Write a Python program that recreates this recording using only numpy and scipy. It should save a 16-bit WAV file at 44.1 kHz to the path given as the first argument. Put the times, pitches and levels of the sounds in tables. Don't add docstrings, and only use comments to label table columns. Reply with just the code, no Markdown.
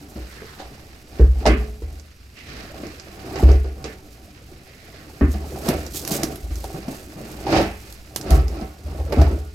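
import sys
import numpy as np
from scipy import signal
from scipy.fft import rfft, irfft
from scipy.io import wavfile
from scipy.ndimage import uniform_filter1d, minimum_filter1d

SR = 44100
rng = np.random.default_rng(int(sys.argv[2]) if len(sys.argv) > 2 else 0)


def persist_wave(psi):
    counts = np.round(np.clip(psi, -1, 1) * 32767).astype(np.int16)
    wavfile.write(sys.argv[1], SR, np.atleast_2d(counts).T)


N = 420713

# (t/s, level/dB, f/Hz of the air inside)
BOOMS = [(0.161, -27.5, 62.4), (1.199, -1.5, 66.3), (1.461, -7.5, 61.9), (1.823, -24.5, 74.3),
         (3.433, 4, 68), (5.212, -9, 72.5), (5.73, -26.5, 76), (6.429, -31, 79.7), (6.507, -26.5, 79.7),
         (7.564, -29, 79.7), (8.307, -8, 72.8), (8.842, -26, 78.2), (8.989, -18, 78.8), (9.179, -4.5, 75.4)]
# (f/Hz, level/dB, t60/s)
BENDING = [(95, -16, 0.38), (128.5, -21, 0.48), (139.8, -24, 0.26)]
# (t/s, f/Hz, level against the air/dB)
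WALL_MODE = [(0, 55.5, -12), (1.3, 52.5, -3), (3.4, 49.2, -9.5), (5.2, 56.4, -7), (6.5, 56.4, 8.5),
             (8.3, 56.95, 3.5), (9.2, 60.6, -4)]
# (f/Hz, level/dB, t60/s)
HOLLOW_MODES = [(98.5, 3.5, 0.49), (134, -12, 0.29), (139.3, 4.5, 0.17), (196, 7.5, 0.39),
                (221.3, 2.5, 0.93), (242, 2.5, 0.39), (301.8, 8.5, 0.13), (328.4, 5, 0.26),
                (378.9, 5.5, 0.25), (426, 6, 0.75), (441, -24, 1), (520, -15, 0.19), (557, 0.5, 0.23),
                (595, -9.5, 0.1), (646.3, 1.5, 0.092), (655, -11, 0.68), (759, 3.5, 0.095),
                (762.4, 2.5, 0.12), (825, -52, 0.75), (881, -6, 1), (1084, 1, 0.21), (1173, -5, 0.073),
                (1310, 1.5, 0.18), (1440, 4, 0.6)]
# (f/Hz, level/dB)
WALL_COLOUR = [(70, -14), (140, 13.0), (400, -1.5), (780, 12.5), (920, -5.5), (2500, -52), (8000, -80)]
# (t/s, level/dB, thud f/Hz, crack level/dB, top of the crack f/Hz, decay time of the rattle/s)
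KNOCKS = [(0.157, -26.5, 330, -16, 7000, 0.039), (0.416, -31, 438, -15, 5300, 0.028),
          (0.597, -29.5, 766, -15.5, 7000, 0.049), (1.195, -10, 425, -16.5, 1510, 0.036),
          (1.455, -6, 765, -12.5, 7000, 0.018), (1.463, -5, 606, -7, 12000, 0.023),
          (1.474, -8.5, 313, -17, 3000, 0.03), (1.53, -21.5, 303, -4, 2500, 0.042),
          (1.82, -31.5, 473, -14.5, 8900, 0.02), (2.756, -34, 590, -11, 5000, .012),
          (2.832, -26.5, 326, -10, 5000, 0.045), (3.357, -23.5, 660, -2.5, 5230, 0.014),
          (3.427, -12, 353, -24, 6000, 0.05), (3.488, -15, 436, -17, 6100, 0.042),
          (3.643, -28, 420, -15, 9000, 0.047), (3.841, -26, 440, -5.5, 9000, 0.043),
          (4.515, -37, 360, -45, 9000, 0.027), (5.21, -5.5, 268, -14, 1700, 0.035),
          (5.339, -21.5, 208, -14.5, 6400, 0.029), (5.683, -8, 331, -16, 9000, 0.02),
          (5.945, -24.5, 306, -10.5, 9100, 0.014), (6.113, -18.5, 220, -10.5, 9000, 0.056),
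          (6.231, -14, 316, -17, 9000, 0.0095), (6.506, -31.5, 338, -6.5, 9000, 0.013),
          (6.64, -18.5, 745, -16, 9000, 0.0068), (6.743, -19.5, 169, -34, 9000, 0.022),
          (6.88, -16, 264, -19, 6900, 0.014), (7.162, -29.5, 220, -37, 9000, 0.21),
          (7.466, -18, 780, -13.5, 6300, 0.058), (7.526, -15, 770, -9.5, 6900, 0.14),
          (7.562, -12, 780, -19, 4200, .025), (8.262, -29, 382, -12, 8700, .052),
          (8.307, -13, 159.5, -16.5, 9000, 0.063), (8.612, -18.5, 220, -19.5, 9000, 0.022),
          (8.999, -28, 775, -17, 3800, 0.014), (9.123, -15, 760, -9.5, 5700, .015),
          (9.17, -10.5, 270, -39, 9000, 0.017), (9.186, -10, 139, -35, 3000, .02),
          (9.214, -13, 730, -15, 9000, 0.017), (9.31, -20, 316, -23, 9000, 0.034)]
# (crest t/s, slosh level/dB, splash level/dB, rise/s, fall/s)
WAVES = [(0.08, -44, -69, 0.21, 0.14), (0.38, -47, -48.5, 0.48, 0.26), (0.72, -45.5, -48.5, 0.14, 0.32),
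         (1.18, -40, -44.5, 0.066, 0.072), (1.48, -33, -43.5, 0.11, 0.19), (1.93, -46, -53.5, 0.081, 0.09),
         (2.52, -44, -44, 0.13, 0.64), (2.82, -39, -56, 0.18, 0.081), (3.14, -46.5, -48.5, 0.36, 0.36),
         (3.45, -26, -38.5, 0.19, 0.095), (3.86, -39.5, -55, 0.15, .08), (4.2, -49, -57, .6, 0.98),
         (5.05, -43.5, -49.5, 0.27, 0.32), (5.58, -32.5, -46.5, 0.22, 0.22),
         (5.694, -25, -33.5, 0.056, 0.13), (6.17, -29, -41.5, 0.18, 0.19), (6.74, -38, -46.5, 0.25, 0.35),
         (6.922, -35.5, -40.5, 0.034, 0.051), (7.34, -37, -43.5, 0.24, 0.2), (7.56, -16, -25, 0.067, 0.073),
         (7.88, -49.5, -49, .12, 0.26), (8.347, -24, -38, 0.12, 0.07), (8.59, -32.5, -47, 0.13, 0.11),
         (8.96, -34, -49.5, 0.12, 0.096), (9.18, -24.5, -40, 0.09, 0.16)]
# (f/Hz, level/dB)
SPLASH_COLOUR = [(400, 0), (900, -4.5), (1300, 0.5), (2000, -0.5), (2700, -1), (3300, -8), (5000, -2),
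                 (7000, -11), (12000, -17.5), (16000, -35)]
# (start t/s, length/s, level/dB, first f/Hz, last f/Hz)
RUNS = [(0.269, 0.39, -48, 1900, 1303), (2.349, 0.39, -46, 2556, 1495), (3.834, .14, -48, 2130, 1734),
        (4.64, 0.43, -53, 2205, 1800)]
# (f/Hz, level/dB)
RUMBLE_COLOUR = [(20, -21), (40, -13.5), (54, 0.5), (76, -2.5), (90, -5.5), (130, -10.5), (250, -18), (1000, -115)]
# (peak t/s, level/dB, rise/s, fall/s)
CRUNCHES = [(0.25, -49, .25, 0.47), (1.21, -45, .02, 0.027), (3.4, -33.5, 0.015, 0.077),
            (5.32, -39, 0.031, .05), (5.64, -37.5, 0.15, 0.37), (5.69, -27.5, 0.043, 0.0081),
            (5.955, -25.5, 0.036, 0.09), (6.13, -19, .035, 0.045), (6.26, -40.5, 0.068, 0.2),
            (6.62, -39.5, 0.13, 0.18), (6.92, -39.5, .05, 0.13), (7.45, -41, 0.36, .55),
            (8.32, -26.5, 0.013, 0.041)]
# (f/Hz, level/dB)
GRIT_COLOUR = [(800, -43), (2500, -6.5), (4800, 0), (6200, 2.5), (8000, 2), (10500, -2), (12400, 3),
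               (14000, -4), (16000, -7.5)]
# (t/s, level/dB, extra brightness/dB)
CLICKS = [(1.997, -35, -14), (2.868, -31.5, -10), (2.998, -28, -26), (3.357, -27.5, -22),
          (3.516, -26.5, -14), (3.842, -25.5, -31), (5.688, -24.5, 13), (5.865, -25.5, -8), (6.05, -23, -1),
          (6.076, -24, 9.5), (6.233, -12.5, -1), (6.358, -38, 11.5), (6.556, -28.5, -9), (6.642, -28, 0),
          (7.925, -35, 4), (8.161, -17.5, 5), (8.212, -23.5, -14), (8.306, -21, 2), (8.481, -29, -7),
          (9.126, -37, 9), (9.218, -27, -4)]
# (f/Hz, level/dB)
CLICK_BODY = [(500, -3), (1500, -5.5), (3200, -12), (5200, 3), (7500, -1.5), (12000, -38)]
CLICK_EDGE = [(3000, -6), (7000, -8), (10500, -3.0), (12400, 1.0), (16000, -20.0)]
# (f/Hz, level/dB)
GARDEN_COLOUR = [(15, 13.5), (30, -13.5), (59, 13.5), (150, -2), (350, -10), (650, -18), (1050, -35),
                 (1600, -56), (2200, -20), (3400, -22.5), (5200, -20), (9000, -31.5), (12000, -28.5),
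                 (16000, -49)]
# (f/Hz, left minus right level/dB)
MICROPHONES = [(100, 0.2), (280, 1.1), (560, -4), (1050, 4.5), (2000, 1.5), (4000, -6), (8000, 2.5),
               (12000, 3.5)]

BOOM_T60_S, BOOM_DAMPING_S_PER_DB = 0.59, 0.01
CALM_SLOSH_DB, CALM_SPLASH_DB = -68, -57
SWELL_SHAPE = 1.61
GRIT_REST_DB, GRIT_FOLLOW = -32.5, 0.38
GARDEN_DB = -43.5
TOP_HZ = 15900


def booms(rise_s=0.0048):
    out, t = np.zeros(N), seconds(1)
    bending = np.zeros(len(t))
    for hz, db, t60 in BENDING:
        bending += undb(db) * np.sin(2 * np.pi * hz * t) * fade(t, t60)
    when, wall_pitches, wall_levels = np.transpose(WALL_MODE)
    for s, db, air_hz in BOOMS:
        wall_hz = np.interp(s, when, wall_pitches)
        wall_db = np.interp(s, when, wall_levels)
        t60 = BOOM_T60_S - BOOM_DAMPING_S_PER_DB * db
        air = np.sin(2 * np.pi * air_hz * t)
        wall = undb(wall_db) * np.sin(2 * np.pi * wall_hz * t)
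        boom = (air - wall) * fade(t, t60) + bending
        add(out, s, undb(db) * boom * (1 - np.exp(-t / rise_s)))
    return out


def hollow(x, width=0.92, right_db=7, wall_db=-8):
    t = seconds(0.6)
    response = np.zeros((2, len(t)))
    for k, (hz, db, t60) in enumerate(HOLLOW_MODES):
        apart = np.array([[-1], [1]]) * min(hz / 800, 1) ** 1.7
        phase = 2 * np.pi * hz * t + (-1) ** k * width * apart
        response += undb(db + right_db * apart / 2) / t60 * fade(t, t60) * np.cos(phase)
    wall = ring(x, colour(WALL_COLOUR))
    return passband(ring(x, response) + undb(wall_db) * wall, 1135)


def knocks(body_db=-6, thud_db=-6.0, crack_db=-6, echo_db=-1.0, first_blow=5, cycles=12):
    push, thuds, crack = np.zeros(N), np.zeros(N), np.zeros((2, N))
    t = seconds(0.3)
    rattle = grains(rate=5000, spread_db=1.0)
    crackle = spread(rattle, t60=0.015, right_db=8.0, alike=0.41)
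    for s, db, hz, sharp_db, top_hz, length in KNOCKS:
        start = rng.integers(N - len(t))
        part = slice(start, start + len(t))
        dying = np.exp(-t / length) * (1 - t / t[-1])
        blow = rattle[part] * dying
        blow[0] += first_blow
        patch = ring(blow, np.sin(2 * np.pi * hz * t) * fade(t, cycles / hz))[0]
        patch *= np.linalg.norm(blow) / np.linalg.norm(patch)
        add(thuds, s, undb(db + thud_db) * patch)
        stiff = passband(blow, 0.41 * hz, "high", order=2)
        add(push, s, undb(db) * passband(stiff, 0.14 * top_hz, order=2))
        add(crack, s, undb(db + sharp_db) * passband(crackle[:, part] * dying, top_hz))
    echo = inside(crack[0], t60=0.3)
    shell = undb(crack_db) * ring(crack, colour(SPLASH_COLOUR)) + undb(echo_db) * echo
    return undb(body_db) * hollow(push) + passband(thuds, 990) + shell


def inside(x, t60, right_db=4):
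    t = seconds(0.6)
    tail = rng.standard_normal((2, len(t))) * fade(t, t60)
    modes = passband(passband(tail, 2630, order=6), 1220, "high")
    return ring(x, modes * undb(np.array([[-right_db], [right_db]]) / 2))


def water(slosh_db, splash_db, slap_db=-3, gurgle_db=-5, spray_db=-1, echo_db=-7):
    slaps = hollow(undb(slosh_db + 2 * walk(30)) * grains(rate=700, spread_db=0.0))
    gurgle = undb(slosh_db) * bubbles()
    drops = undb(splash_db + 2 * walk(40)) * grains(rate=1700, spread_db=4.5)
    scattered = spread(drops, t60=0.035, right_db=4.5, alike=0.04)
    spray = passband(ring(scattered, colour(SPLASH_COLOUR)), 5900, order=2)
    echo = inside(drops, t60=0.54)
    near = undb(slap_db) * slaps + undb(gurgle_db) * gurgle
    return near + undb(spray_db) * spray + undb(echo_db) * echo


def bubbles(count=900, low_hz=230, high_hz=800, cycles=8, glide=0.19):
    out, t = np.zeros(N), seconds(0.15)
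    for when, size, strength in rng.random((count, 3)):
        hz = low_hz * (high_hz / low_hz) ** size
        age = t * hz / cycles
        rise = 1 + glide * np.minimum(age, 2) / 2
        tone = np.exp(-2 * age) * np.sin(2 * np.pi * hz * t * rise)
        add(out, when * N / SR, undb(9.0 * strength ** 2) * tone)
    return unit(out)


def runs(width_hz=460, attack_s=0.037, release_s=0.024, right_db=5, hiss_db=-5):
    out = np.zeros((2, N))
    patter = undb(5 * walk(35)) * grains(rate=670, spread_db=-0.5)
    drops = spread(patter, t60=0.034, right_db=right_db, alike=0.18)
    note = unit(passband(drops + 1j * drops[:, ::-1], width_hz, order=2))
    hiss = unit(passband(passband(drops, 3000, "high"), 5000))
    for s, length, db, first_hz, last_hz in RUNS:
        t = seconds(length)
        part = slice(int(s * SR), int(s * SR) + len(t))
        pitch = first_hz * (last_hz / first_hz) ** (t / length)
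        phase = 2 * np.pi * np.cumsum(pitch) / SR
        gliding = np.sqrt(2) * np.real(note[:, part] * np.exp(1j * phase))
        sheet = gliding + undb(hiss_db) * hiss[:, part]
        edges = np.minimum(1, np.minimum(t / attack_s, (length - t) / release_s))
        add(out, s, undb(db) * sheet * edges)
    return out


def rumble(slosh_db, follow=0.61, rumble_db=-19):
    stir = undb(rumble_db + follow * slosh_db) * rng.standard_normal(N)
    return ring(stir, colour(RUMBLE_COLOUR))


def grit(grit_db, crunch_db=-7.5):
    stones = undb(grit_db + crunch_db + 2 * walk(60)) * grains(rate=800, spread_db=2.0)
    return ring(spread(stones, t60=0.038, right_db=5.5, alike=0.79), colour(GRIT_COLOUR))


def clicks(click_db=-4, snap_s=0.0023, tail_db=-4, right_db=6):
    body, edge, t = np.zeros(N), np.zeros(N), seconds(0.05)
    for s, db, bright_db in CLICKS:
        snap = undb(db + click_db) * np.exp(-t / snap_s)
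        add(body, s, snap)
        add(edge, s, undb(bright_db) * snap)
    out = np.zeros((2, N))
    for x, points in [(body, CLICK_BODY), (edge, CLICK_EDGE)]:
        direct = spread(x, t60=0.002, right_db=right_db, alike=0.34)
        tail = spread(x, t60=0.14, right_db=right_db, alike=0.84)
        out += ring(direct + undb(tail_db) * tail, colour(points))
    return out


def garden(air_db=-2, width=0.19):
    mid, side = ring(rng.standard_normal((2, N)), colour(GARDEN_COLOUR))
    side = passband(side, 270, "high", order=1)
    level = undb(GARDEN_DB + air_db + walk(1.91))
    return level * (mid + width * side * np.array([[1], [-1]]))


def undb(db):
    return 10 ** (np.asarray(db) / 20)


def unit(x):
    return x / np.sqrt(np.mean(np.abs(x) ** 2))


def seconds(length):
    return np.arange(int(length * SR)) / SR


def fade(t, t60):
    return np.exp(-np.log(1000) * t / t60)


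def add(out, s, x):
    i = max(int(s * SR), 0)
    out[..., i:i + x.shape[-1]] += x[..., :N - i]


def ring(x, response):
    response = np.atleast_2d(response)
    energy = np.mean(np.sum(response ** 2, axis=1))
    return signal.fftconvolve(np.atleast_2d(x), response / np.sqrt(energy), axes=1)[:, :N]


def colour(points, size=4096):
    hz, db = np.transpose(points)
    bins_hz = np.arange(size // 2 + 1) * SR / size
    gain = undb(np.interp(np.log(bins_hz + 1), np.log(hz), db))
    cepstrum = irfft(np.log(gain))
    cepstrum[1:size // 2] *= 2
    cepstrum[size // 2 + 1:] = 0
    return irfft(np.exp(rfft(cepstrum)))


def passband(x, hz, kind="low", order=3):
    sos = signal.butter(order, min(hz, 0.45 * SR), kind, fs=SR, output="sos")
    return signal.sosfilt(sos, x)


def walk(rate):
    knots = rng.standard_normal(int(N / SR * rate) + 2)
    return np.interp(np.arange(N) / SR * rate, np.arange(len(knots)), knots)


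def grains(rate, spread_db):
    chance = rng.random(N)
    size = np.minimum(rng.exponential(size=N), np.pi)
    sign = rng.choice([-1, 1], N)
    return unit((chance < rate / SR) * sign * undb(spread_db * size))


def spread(x, t60, right_db, alike):
    keep = fade(1 / SR, t60) ** 2
    power = signal.lfilter([1 - keep], [1, -keep], x ** 2 + 1e-18)
    shared, share = rng.standard_normal(N), np.clip(alike, 0, 1)
    noise = np.sqrt(share) * shared + np.sqrt(1 - share) * rng.standard_normal((2, N))
    return np.sqrt(power) * noise * undb(np.array([[-right_db], [right_db]]) / 2)


def swells(events):
    power = np.full(N, 1e-12)
    t = np.arange(N) / SR
    for s, db, rise, fall in events:
        near = slice(*np.searchsorted(t, [s - np.pi * rise, s + np.pi * fall]))
        away = np.maximum((s - t[near]) / rise, (t[near] - s) / fall)
        power[near] += (undb(db) * np.exp(-away ** SWELL_SHAPE)) ** 2
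    return 10 * np.log10(power)


def together(a_db, b_db):
    return 20 * np.log10(np.hypot(undb(a_db), undb(b_db)))


def microphone_colour(x):
    hz, db = np.transpose(MICROPHONES)
    bins_hz = np.arange(N // 2 + 1) * SR / N
    apart = np.interp(np.log(bins_hz + 1), np.log(hz), db)
    return irfft(rfft(x) * undb(np.array([apart, -apart]) / 2), N)


def scene():
    slosh_waves = swells((s, db, rise, fall) for s, db, _, rise, fall in WAVES)
    splash_waves = swells((s, db, rise, fall) for s, _, db, rise, fall in WAVES)
    slosh_db = together(CALM_SLOSH_DB, slosh_waves)
    splash_db = together(CALM_SPLASH_DB, splash_waves)
    grit_db = together(GRIT_REST_DB + GRIT_FOLLOW * slosh_db, swells(CRUNCHES))
    drum = booms() + knocks()
    wet = water(slosh_db, splash_db) + runs() + rumble(slosh_db)
    ground = grit(grit_db) + clicks()
    return drum + wet + ground + garden()


def record(dry, ceiling=0.86, left_hz=17, right_hz=9):
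    left, right = microphone_colour(dry)
    left = passband(left, left_hz, "high", order=1)
    right = passband(right, right_hz, "high", order=1)
    heard = np.array([left, right])
    size = 700
    needed = np.minimum(1, ceiling / (np.abs(heard).max(axis=0) + 1e-9))
    gain = uniform_filter1d(minimum_filter1d(needed, size), size)
    top_cut = signal.ellip(10, 0.2, 80, TOP_HZ, fs=SR, output="sos")
    return signal.sosfilt(top_cut, heard * gain)


dry = scene()
out = record(dry)
persist_wave(out)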